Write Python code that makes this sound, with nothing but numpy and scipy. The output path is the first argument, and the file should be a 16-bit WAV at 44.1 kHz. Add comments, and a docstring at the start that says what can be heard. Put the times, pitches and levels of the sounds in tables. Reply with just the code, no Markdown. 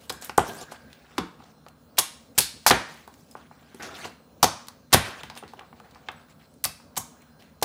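"""A small kitchen, the microphone close to a wooden board where a heavy knife chops crab legs.
Machines hum throughout. A few chops open: each splinters the shell in a volley of cracks and knocks
the board, and the room rings briefly. Three hard chops fall from 2 to 2.7 s, then pieces are slid and
tapped about. Two more land near 4.4 and 4.9 s; after more sliding, lighter chops close from 6.6 s.
A soft limiter holds the loudest blows."""
import sys
import numpy as np
from scipy import signal
from scipy.fft import rfft, irfft
from scipy.io import wavfile
from scipy.ndimage import uniform_filter1d

SR = 44100
rng = np.random.default_rng(int(sys.argv[2]) if len(sys.argv) > 2 else 0)


def generate_wav(sig):
    """Save sig (samples, or channels by samples) to the path in sys.argv[1] as 16-bit PCM at SR."""
    pcm = np.round(np.clip(np.atleast_2d(sig).T, -1, 1) * 32767).astype(np.int16)
    wavfile.write(sys.argv[1], SR, pcm)


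N = 337213

# modes of the wooden board: (frequency [Hz], relative level [dB], free t60 [s])
BOARD_MODES = [(235, 1, 0.24), (287, -0.5, 0.05), (395, 0, 0.2), (510, 0.5, 0.037), (582, -3.5, 0.012),
               (722, 2, 0.028), (744, -3.5, 0.049), (823, 1, 0.063), (913, -3.5, 0.048),
               (1000, -1.5, 0.055), (1160, -3.5, 0.026), (1170, -1, 0.057), (1320, -6.5, 0.039),
               (1460, -3.5, 0.053), (1580, -4.5, 0.013), (1760, -4.5, 0.036), (1955, -3.5, 0.031),
               (2240, -6, 0.053), (2430, -5, .03), (2750, -4.5, .03), (3080, -8, 0.016),
               (3700, -13.5, 0.039)]


def gain_of(db):
    """Decibels to a factor."""
    return 10 ** (np.asarray(db) / 20)


def unit_rms(x):
    """Scales to rms 1."""
    return x / np.sqrt(np.mean(x ** 2) + 1e-20)


def curve_at(points, hz):
    """Interpolates a (frequency [Hz], value) table on a log axis."""
    f, value = np.transpose(points)
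    return np.interp(np.log(hz + 1), np.log(f + 1), value)


def add(mix, s, sound):
    """Mixes a sound in at second s."""
    part = mix[round(s * SR):][:len(sound)]
    part += sound[:len(part)]


def coloured(x, spectrum):
    """Filters x by a (frequency [Hz], gain [dB]) table."""
    return irfft(rfft(x) * gain_of(curve_at(spectrum, np.fft.rfftfreq(len(x), 1 / SR))), len(x))


def patchy(noise, bins, frames):
    """Smooths a frequency-by-time grid of noise into patches of rms 1."""
    return unit_rms(uniform_filter1d(uniform_filter1d(noise, bins, axis=0), frames, axis=1))


def ring(modes, t, weight_db, phase_turns=0):
    """Dying sines, one for each mode."""
    hz, db, t60 = np.transpose(modes)[:, :, None]
    envelopes = gain_of(db + weight_db[:, None] - 60 * t / t60)
    return (envelopes * np.sin(2 * np.pi * (hz * t + phase_turns))).sum(0)


def wavering(hz, width_hz):
    """A tone whose strength and phase drift; narrow ones hold a steady core."""
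    noise = rng.standard_normal(N) + 1j * rng.standard_normal(N)
    drift = signal.lfilter([1], [1, -np.exp(-np.pi * width_hz / SR)], noise)
    envelope = drift / abs(drift).std() + 8 / width_hz
    return unit_rms((envelope * np.exp(2j * np.pi * hz * np.arange(N) / SR)).real)


def room_tone():
    """The kitchen's low noise, drifting in patches."""
    # noise spectrum: (frequency [Hz], relative density [dB])
    spectrum = [(15, -71.5), (25, -42.5), (65, -14.5), (155, -14.5), (196, -20.5), (230, -5.5), (360, -27),
                (457, -14.5), (775, -23.5), (1390, -26.5), (1810, -39), (3990, -36.5), (13800, -44)]
    frames, hz = N // 256 + 5, np.fft.rfftfreq(1024, 1 / SR)
    real, imag, drift = rng.standard_normal((frames, 513, 3)).T
    bands = (real + 1j * imag) * gain_of(curve_at(spectrum, hz)[:, None] + 2.6 * patchy(drift, 20, 14))
    return gain_of(-58) * unit_rms(signal.istft(bands, nperseg=1024, noverlap=768)[1][:N])


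def machine_hum():
    """The wavering tones of running machines."""
    # tones: (frequency [Hz], rms level [dB], width [Hz])
    tones = [(73, -64.5, 13), (153, -64, 9.7), (233, -62, 19), (4130, -78, 12), (15504, -73, 2)]
    return sum(gain_of(db) * wavering(hz, width_hz) for hz, db, width_hz in tones)


def machine_whir(rest_db=-77.5):
    """A fuzzy tone swells and fades over a faint rest level."""
    # swells: (peak time [s], peak level [dB], 20 dB rise [s], 20 dB fall [s])
    swells = [(0.15, -52, 0.08, .3), (0.5, -48, 0.09, 0.45), (0.82, -60, 0.36, 0.6),
              (2.84, -53, 0.17, 0.18), (3.7, -65.5, .2, 0.45), (4.6, -65.5, .1, 0.17),
              (5.11, -53, .08, 0.46), (6.19, -66, .15, .25), (7.3, -65.5, .15, .5)]
    t = np.arange(N) / SR
    swells_db = [db - 20 * np.where(t < s, (s - t) / rise, (t - s) / fall)
                 for s, db, rise, fall in swells]
    return gain_of(np.maximum(np.max(swells_db, 0), rest_db)) * wavering(1603, width_hz=70)


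def kitchen_echoes(sent, next_room_db=-7.5, next_room_stretch=2.01):
    """Sparse echoes, each band dying at its own speed; the next room rings weaker and longer."""
    # decay of the kitchen: (frequency [Hz], t60 [s])
    decay = [(100, 0.17), (300, 0.2), (700, 0.25), (1800, 0.3), (5000, 0.28), (9000, .23), (14000, 0.098)]
    # colour of the echoes: (frequency [Hz], energy [dB])
    colour = [(100, -2.5), (500, -11), (2000, -7.5), (6000, -10.5), (14000, -11)]
    slots = np.arange(200, SR - 20, 20)
    turn = np.arange(N) / SR * 400
    echoes = np.zeros(N)
    for k in range(3):  # three tails take turns
        taps = np.zeros(SR)
        taps[slots + rng.integers(0, 20, len(slots))] = rng.choice([-1., 1.], len(slots))
        hz, t, bands = signal.stft(taps, SR, nperseg=256)
        fall_db = -60 * t / curve_at(decay, hz)[:, None]
        fall = np.hypot(gain_of(fall_db), gain_of(next_room_db + fall_db / next_room_stretch))
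        fall /= np.linalg.norm(fall, axis=1)[:, None]  # equal energy in every band
        tail = signal.istft(bands * fall, SR, nperseg=256)[1]
        tail = coloured(tail / np.linalg.norm(tail), colour)
        share = np.sqrt(2 / 3) * np.cos(turn + 2 * np.pi * k / 3)
        echoes += signal.fftconvolve(sent * share, tail)[:N]
    return echoes


def slides_and_rustles(jerk_db=2, jerk_s=.03, ticks_per_s=500):
    """Jerky hiss and fine ticks over the board's drone, as when spiny shell catches on the grain."""
    # pieces slid over the wood, and faint rustles swelling just before the chops near 2.4, 2.7, 4.4
    # and 4.9 s: (start [s], length [s], level [dB], change to the end [dB], tilt [dB/octave],
    # drone against hiss [dB])
    strokes = [(0.0, 0.1, -53, -9, 9, -10), (0.219, .06, -43, -11, 7, -11),
               (0.438, 0.21, -46, 1.5, 7.5, 1.5), (0.68, 0.091, -49.5, -1, 0.5, -9.5),
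               (0.762, 0.56, -63, 4, 4.5, -5.5), (1.389, 0.058, -60.5, 1, 2, -5),
               (1.451, 0.073, -55, -5.5, 5, -4.5), (2.35, 0.032, -63.5, 14, 6.5, -12),
               (2.631, .035, -62, 11.5, 6.5, -12), (4.395, .034, -65, 8, 6, -9),
               (4.903, .028, -63.5, 9.5, 4.5, -10), (2.879, 0.19, -45, -19.5, 6.5, -2.5),
               (3.091, 0.27, -66, 1, 10.5, -5.5), (3.36, .12, -58, -2, 1.5, -6.5),
               (3.503, 0.28, -63.5, 3, 4, -5.5), (3.763, 0.049, -57, -4, 8, -4.5),
               (3.792, 0.16, -43, -0.5, 3, -4), (3.94, .12, -46, 6.5, 5, -7),
               (4.048, 0.12, -41, -27.5, 5, -10), (5.033, .19, -39, -8.5, 2.5, -10),
               (5.36, 0.0363, -46.5, -6, 9, -3.5), (5.564, 0.1455, -56, -12, 1, -3),
               (5.744, 0.39, -61, -3, 1, -2), (6.108, .14, -53, -10, 2.5, -4.5),
               (6.282, 0.048, -59, -4.5, 7, -8), (6.391, 0.072, -61, -2, 3, -5.5),
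               (7.098, 0.15, -62.5, 0, -1.5, -4), (7.389, .12, -57, -9, 3, -4)]
    # spectrum of the rubbing: (frequency [Hz], relative density [dB])
    rub = [(150, -22), (300, -3.5), (700, 3), (1300, 6.5), (3700, -7.5), (8000, -22), (14500, -34),
           (16000, -40)]
    ring_t = np.arange(2000) / SR
    weight_db = -7 * np.log2(np.transpose(BOARD_MODES)[0] / 700) ** 2
    board = ring(BOARD_MODES, ring_t, weight_db) * np.exp(-ring_t / 0.1)
    for s, length, db, change_db, tilt, drone_db in strokes:
        jerks = np.linspace(0, length, int(length / jerk_s) + 2)
        level_db = db + change_db * jerks / length + jerk_db * rng.standard_normal(64)[:len(jerks)]
        t = np.arange(s, s + length, 1 / SR)
        n = len(t)
        ticks = rng.exponential(1, n) * (rng.random(n) < ticks_per_s / SR)
        clumps_db = 2 * unit_rms(uniform_filter1d(rng.standard_normal(n), size=120))
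        grit = rng.standard_normal(n) * gain_of(clumps_db) + 1.1 * ticks
        hz, _, bands = signal.stft(coloured(grit, rub), SR, nperseg=256)
        patches_db = 4.2 * patchy(rng.standard_normal(bands.shape[::-1]).T, 6, 8)
        bands *= gain_of(np.log2((hz[:, None] + 100) / 2000) * tilt + patches_db)
        bands /= np.sqrt(uniform_filter1d((abs(bands) ** 2).sum(0), size=9))  # steady the power
        hiss = unit_rms(signal.istft(bands, SR, nperseg=256)[1][:n])
        drone = unit_rms(signal.oaconvolve(grit, board)[:n]) * gain_of(drone_db)
        envelope = gain_of(np.interp(t, s + jerks, level_db)) * signal.windows.tukey(n, .15)
        yield s, (hiss + drone) * envelope, 0


def blade_pings():
    """The blade is struck or brushed, and its modes nearest the stirred pitch sing out."""
    # touches on the blade: (time [s], relative level [dB], stirred pitch [Hz])
    touches = [(.1, -29, 5100), (2.407, -30, 4400), (6.652, -42, 5100), (.245, -33, 9430), (.58, -30, 9450),
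               (.715, -54, 8730), (.715, -55, 11500), (2.712, -35.5, 2890), (2.712, -30.5, 1900),
               (3.312, -46, 5100), (5.377, -45.5, 8970), (5.377, -50, 9550), (6.16, -61, 7900),
               (6.652, -42.5, 2620)]
    # modes of the blade: (frequency [Hz], relative level [dB], t60 [s])
    modes = [(1863, -1.5, 0.54), (2630, -0.5, 0.32), (2890, 0.5, .4), (4400, 0.5, .12), (5100, 1, 0.049),
             (7900, 3, .15), (8800, 6, 0.05), (9110, 3.5, .12), (10100, 1, 0.19), (11500, 6, 0.068)]
    t = np.arange(12000) / SR
    for s, db, hz in touches:
        apart = np.log(np.transpose(modes)[0] / hz)
        weight_db = -np.minimum((apart / .009) ** 2, 80)
        yield s, gain_of(db) * ring(modes, t, weight_db) * (1 - np.exp(-t / .002)), 0


def board_knocks(load_detune=0.021):
    """A blow rings the board until the flesh and hand on it choke the ring; the counter booms below."""
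    # blows: (time [s], relative level [dB], pitch favoured by the spot struck [Hz], damping time [ms],
    # relative counter thump [dB], room send [dB])
    blows = [(0.1022, -21.5, 810, 3.5, -16.5, 3.5), (0.223, -40.5, 870, 7.1, -21, 9),
             (0.2957, -21.5, 1295, 3.8, -38, -0.5), (0.381, -1.5, 795, 7.8, -20.5, -3.5),
             (0.3927, -15, 806, 5, -30, 4), (0.7205, -33.5, 765, 14, -35, -4),
             (1.181, -22, 1095, 12, -14.5, 4), (1.1837, -16, 300, 7.7, -14.5, 3),
             (1.4021, -42, 840, 9.2, -9, -1), (1.424, -45, 900, 5, -20.5, 0),
             (1.6644, -39, 854, 7.5, -22, 5), (1.982, -19, 879.4, 5, -25, -0.5),
             (1.9884, -19.5, 910, 6, -25.5, 1), (1.9935, -22, 892, 9.7, -24, 0),
             (2.379, -17, 1060, 2.9, -11, -1), (2.3944, -22.5, 710, 7.2, -24, -4),
             (2.664, -6, 1400, 9.5, -26, 1), (2.6748, -16.5, 870, 7.5, -19, 3),
             (2.7011, -24, 713, 6.7, -31, 14), (2.7075, 2.5, 1330, 1.8, -19.5, 1),
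             (2.7131, -0.5, 1060, 1.94, -26, 4), (3.0772, -36.5, 880, 7.6, -21.5, 4.5),
             (3.3522, -28.5, 870, 5.3, -19, 1.5), (3.512, -40.5, 835, 9.6, -12, -1),
             (3.7456, -37.5, 397, 11.5, -15, -3), (4.0519, -29, 720, 6.8, -17, 2),
             (4.4300, -0.5, 875, 3.3, -22.5, 0), (4.4417, -8.5, 490, 6.3, -23, -3),
             (4.6842, -40.5, 1088, 7.5, -18.5, 5), (4.93, -10, 840, 4.7, -16, -6),
             (4.933, -12, 1880, 7.74, -20, 7.5), (4.9439, 3.5, 885, 2.05, -15.5, -1.5),
             (5.2338, -30.5, 1100, 4.3, -10, 1), (5.3013, -35.5, 1238, 7.2, -14, 7.5),
             (5.3634, -40.5, 870, 12, -15, 0), (5.427, -35.5, 720, 9.4, -29, -11.5),
             (5.4357, -28, 776, 2.2, -21, 5.5), (5.535, -33, 870, 6.9, -20.5, -4),
             (5.591, -37, 1061, 5.9, -21.5, -5.5), (5.61, -38.5, 870, 8.8, -17.5, 5.5),
             (5.7283, -37.5, 1050, 4.2, -21.5, -1.5), (5.8006, -41.5, 1060, 9.9, -22.5, -3),
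             (5.957, -44, 1212, 11.3, -26, 6.5), (6.0878, -27, 1145, 6.9, -20, 2.5),
             (6.6454, -28.5, 1885, 8.7, -15.5, -1), (6.6548, -25.5, 1070, 6.2, -9.5, 2),
             (6.8, -45.5, 1100, 5.17, -24.5, -1), (6.9695, -30, 884, 11.3, -15.5, 2.5),
             (6.9747, -30.5, 880, 15.6, -3, 2), (7.6245, -16, 705.3, 11, -14, 5)]
    # modes of the counter: (frequency [Hz], relative level [dB], t60 [s])
    counter = [(60, -16.5, 0.16), (99, -3.5, 0.17), (133.6, 0, 0.12), (167, 5, 0.071), (198, -1.5, 0.078),
               (249, -0.5, 0.092), (337, 0.5, 0.053)]
    t = np.arange(12000) / SR
    per_mode = (len(BOARD_MODES), 1)
    for s, db, hz, ms, thump_db, send_db in blows:
        phase_turns = 0.39 * rng.standard_normal(per_mode)  # the spot sets each mode off differently
        breadth_octaves = 0.97 * (6 / ms) ** .4  # longer rings reach fewer modes
        apart = np.log2(np.transpose(BOARD_MODES)[0] / hz) / breadth_octaves
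        envelope = (1 - np.exp(-t / 0.00027)) * np.exp(-(t * 1000 / ms) ** 0.59)
        # what lies on the board detunes it from blow to blow
        loaded = BOARD_MODES * (1 + load_detune * rng.standard_normal(per_mode) * [1, 0, 0])
        wood = envelope * ring(loaded, t, -6 * np.minimum(apart ** 2, 6), phase_turns)
        wood *= np.linalg.norm(envelope) / np.linalg.norm(wood)
        boom = ring(counter, t, 0.73 * rng.standard_normal(len(counter))) * (1 - np.exp(-t / 0.0044))
        boom *= gain_of(thump_db + 2) / abs(boom).max()
        yield s, gain_of(db - 2.5) * (wood + boom), send_db


def crack_volleys(spacing_ms=2.6, scatter_db=2, pitch_scatter=0.32):
    """Splits in the shell follow at a loose pace, each with its own strength and shard."""
    # volleys of cracks, from the chops and two short scrapes: (start [s], length [ms], relative
    # level [dB], change to the end [dB], shard ring [Hz], treble tilt [dB/octave], room send [dB])
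    volleys = [(0.096, 6, -21.5, 4.5, 3300, -3, -2), (0.3775, 3.57, -19.5, 12, 6000, 1, 0.5),
               (1.181, 5.8, -15, -14, 4000, -7, -0.5), (1.971, 10, -33, -1.5, 3998, -3, -3.5),
               (1.985, 7, -7.5, -3, 5047, 0.5, -2), (2.379, 11, -9.5, 3.5, 9000, 0, -2),
               (2.665, 25.6, -5.5, -7, 5500, 1.5, 0.5), (4.4289, 11.6, -6, -5.5, 4430, -0.5, -1),
               (4.928, 20, -6.5, 2.5, 5000, -2.5, -1.5), (6.6405, 6, -15, 2, 5200, 1, -3),
               (6.966, 14.1, -26.5, 9, 6000, -3, -2), (7.6258, 9.2, -14, -6, 5300, 1, -2.5),
               (0.213, 7.1, -44.5, 10, 8000, 2, 3), (0.711, 17.6, -45, 9.5, 6000, -5, 5)]
    splits = []
    for s, ms, db, change_db, hz, tilt, send_db in volleys:
        grid_ms = np.arange(0, ms + .1, spacing_ms)
        for due_ms, (lag, strength, pitch) in zip(grid_ms, rng.standard_normal((24, 3))):
            at_ms = abs(due_ms + .25 * spacing_ms * lag * (due_ms > 0))
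            split_db = db + change_db * due_ms / ms + scatter_db * strength
            splits.append((s + at_ms / 1000, split_db, hz * np.exp(pitch_scatter * pitch), tilt, send_db))
    return splits


def shell_cracks(splits, decay_s=0.00085, lead_s=.002):
    """Each crack or split is a spray of tiny fractures that dies fast and crumbles on."""
    # single cracks and ticks: (time [s], relative level [dB], shard ring [Hz], treble tilt [dB/octave],
    # room send [dB])
    singles = [(0.1244, -30.5, 7400, 6, 8), (0.223, -30, 7400, -1, 9), (0.2465, -27, 13000, 4, 7),
               (0.295, -28, 5100, -6.5, 0), (0.394, -21.5, 3200, -10, 6), (0.9296, -37, 3750, -6.5, 0),
               (1.6645, -43.5, 4360, -12, -5.5), (1.6846, -40, 2680, -1.5, -5), (1.982, -16, 4200, -8, 0),
               (1.9878, -6.5, 11330, 0.5, -3), (1.9962, -8.5, 10170, 1, 4), (2.386, -4, 13800, -1.5, -3.5),
               (2.4054, -11.5, 4310, 1, 11.5), (2.4128, -32, 7196, 3, 5), (2.7111, -2, 3800, -8, -1),
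               (3.0764, -42.5, 3760, 2, 5), (3.14, -43.5, 7200, -5.5, -4), (3.3119, -42, 8480, 0.5, 2.5),
               (3.7465, -40, 9660, -3, 5), (3.8245, -30, 5870, -6, 14), (3.83, -30, 5950, -6, -3),
               (4.051, -35, 2846, -10.5, -3), (4.6708, -40.5, 3626, -0.5, -1.5),
               (4.684, -27.5, 4280, 0, -3.5), (4.9215, -35.5, 6110, -12, -1.5),
               (4.9389, -2.5, 5067, 6, -12.5), (5.2336, -28, 3240, -6.5, 5), (5.2995, -29, 4470, -9, 2),
               (5.353, -38, 4900, -5, -2), (5.3749, -29.5, 3160, -4.5, 2.5), (5.4359, -38, 2800, -12, -4.5),
               (5.4789, -42, 4240, -5.5, 12.5), (5.536, -48, 2800, 0.5, 0), (5.5936, -33, 2930, -10, -2),
               (5.8, -44, 2800, -4.5, -4), (5.9476, -44, 4850, -8, 7), (6.0864, -19.5, 3420, -16, -4),
               (6.1169, -45.5, 3210, 3, 1.5), (6.6514, -11.5, 4852, 0.5, 0.5), (6.659, -20.5, 12930, 10, 2),
               (6.958, -40, 4880, -5, 0), (6.9773, -13.5, 6780, 7, 3.5), (7.4233, -43, 2783, -5.5, 2.5),
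               (7.6301, -15.5, 5680, -8, -2), (1.9921, -7.5, 6200, 0.5, -1.5),
               (2.3938, -14.5, 9600, -1, -5.5), (2.6994, -7, 4385, 0, -3), (2.942, -46, 9000, 0, -2),
               (2.972, -56, 9000, 3, -0.5), (4.4437, -5.5, 5940, -3, 1.5), (5.91, -48, 3675, -2, -2.5),
               (6.5398, -51.5, 9800, .5, -3), (7.2199, -49.5, 8050, 1, 2.5), (7.6156, -36, 6500, -4, -5),
               (7.6433, -14, 4920, 1, 4)]
    # spectrum of snapping shell: (frequency [Hz], relative level [dB])
    snap = [(500, -23), (1200, -9.5), (2500, -6.5), (5000, -4), (9000, -4.5), (13000, -6.5), (15300, -12),
            (16000, -19.5)]
    n = 2048
    t = np.maximum(np.arange(n) / SR - lead_s, 0)
    envelope = (1 - np.exp(-t / 0.00022)) * (np.exp(-t / decay_s) + 0.15 * np.exp(-t / .006))
    hz = np.fft.rfftfreq(n, 1 / SR) + 1
    for s, db, shard_hz, tilt, send_db in singles + splits:
        burst = rfft(rng.standard_normal(n) * envelope)
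        burst /= np.sqrt(uniform_filter1d(abs(burst) ** 2, size=30))  # a fracture is broad and even
        tilt_db = tilt * np.log2(np.maximum(hz, 2000) / 5000)
        shard_db = 8 * np.exp(-(np.log(hz / shard_hz) / .2) ** 2)  # the shard favours one band
        grit = irfft(burst * gain_of(curve_at(snap, hz) + tilt_db + shard_db), n)
        grit *= np.linalg.norm(envelope) / np.linalg.norm(grit)
        yield s - lead_s, gain_of(db + 0.97) * grit, send_db


def scene():
    """Board, blade and shell close to the microphone, with the kitchen's echoes and noise behind."""
    background = room_tone() + machine_hum() + machine_whir()
    splits = crack_volleys()
    sounds = [*board_knocks(), *blade_pings(), *slides_and_rustles(), *shell_cracks(splits)]
    close, sent = np.zeros(N), np.zeros(N)
    for s, sound, send_db in sounds:
        add(close, s, sound)
        add(sent, s, sound * gain_of(send_db))  # hand and blade shade the room or the microphone
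    return (close + kitchen_echoes(sent) + background)[None]


def record(dry):
    """The microphone drops the deepest bass, a soft limiter rounds the peaks, the top treble is cut."""
    low_cut_hz, high_cut_hz, ceiling = 62, 15900, .9
    heard = signal.sosfilt(signal.butter(3, low_cut_hz, "high", fs=SR, output="sos"), dry)
    limited = ceiling * np.tanh(heard / ceiling)
    lowpass = signal.firwin(255, high_cut_hz, window=("kaiser", 9), fs=SR)
    return signal.oaconvolve(limited, lowpass[None], "same")


dry = scene()
out = record(dry)
generate_wav(out)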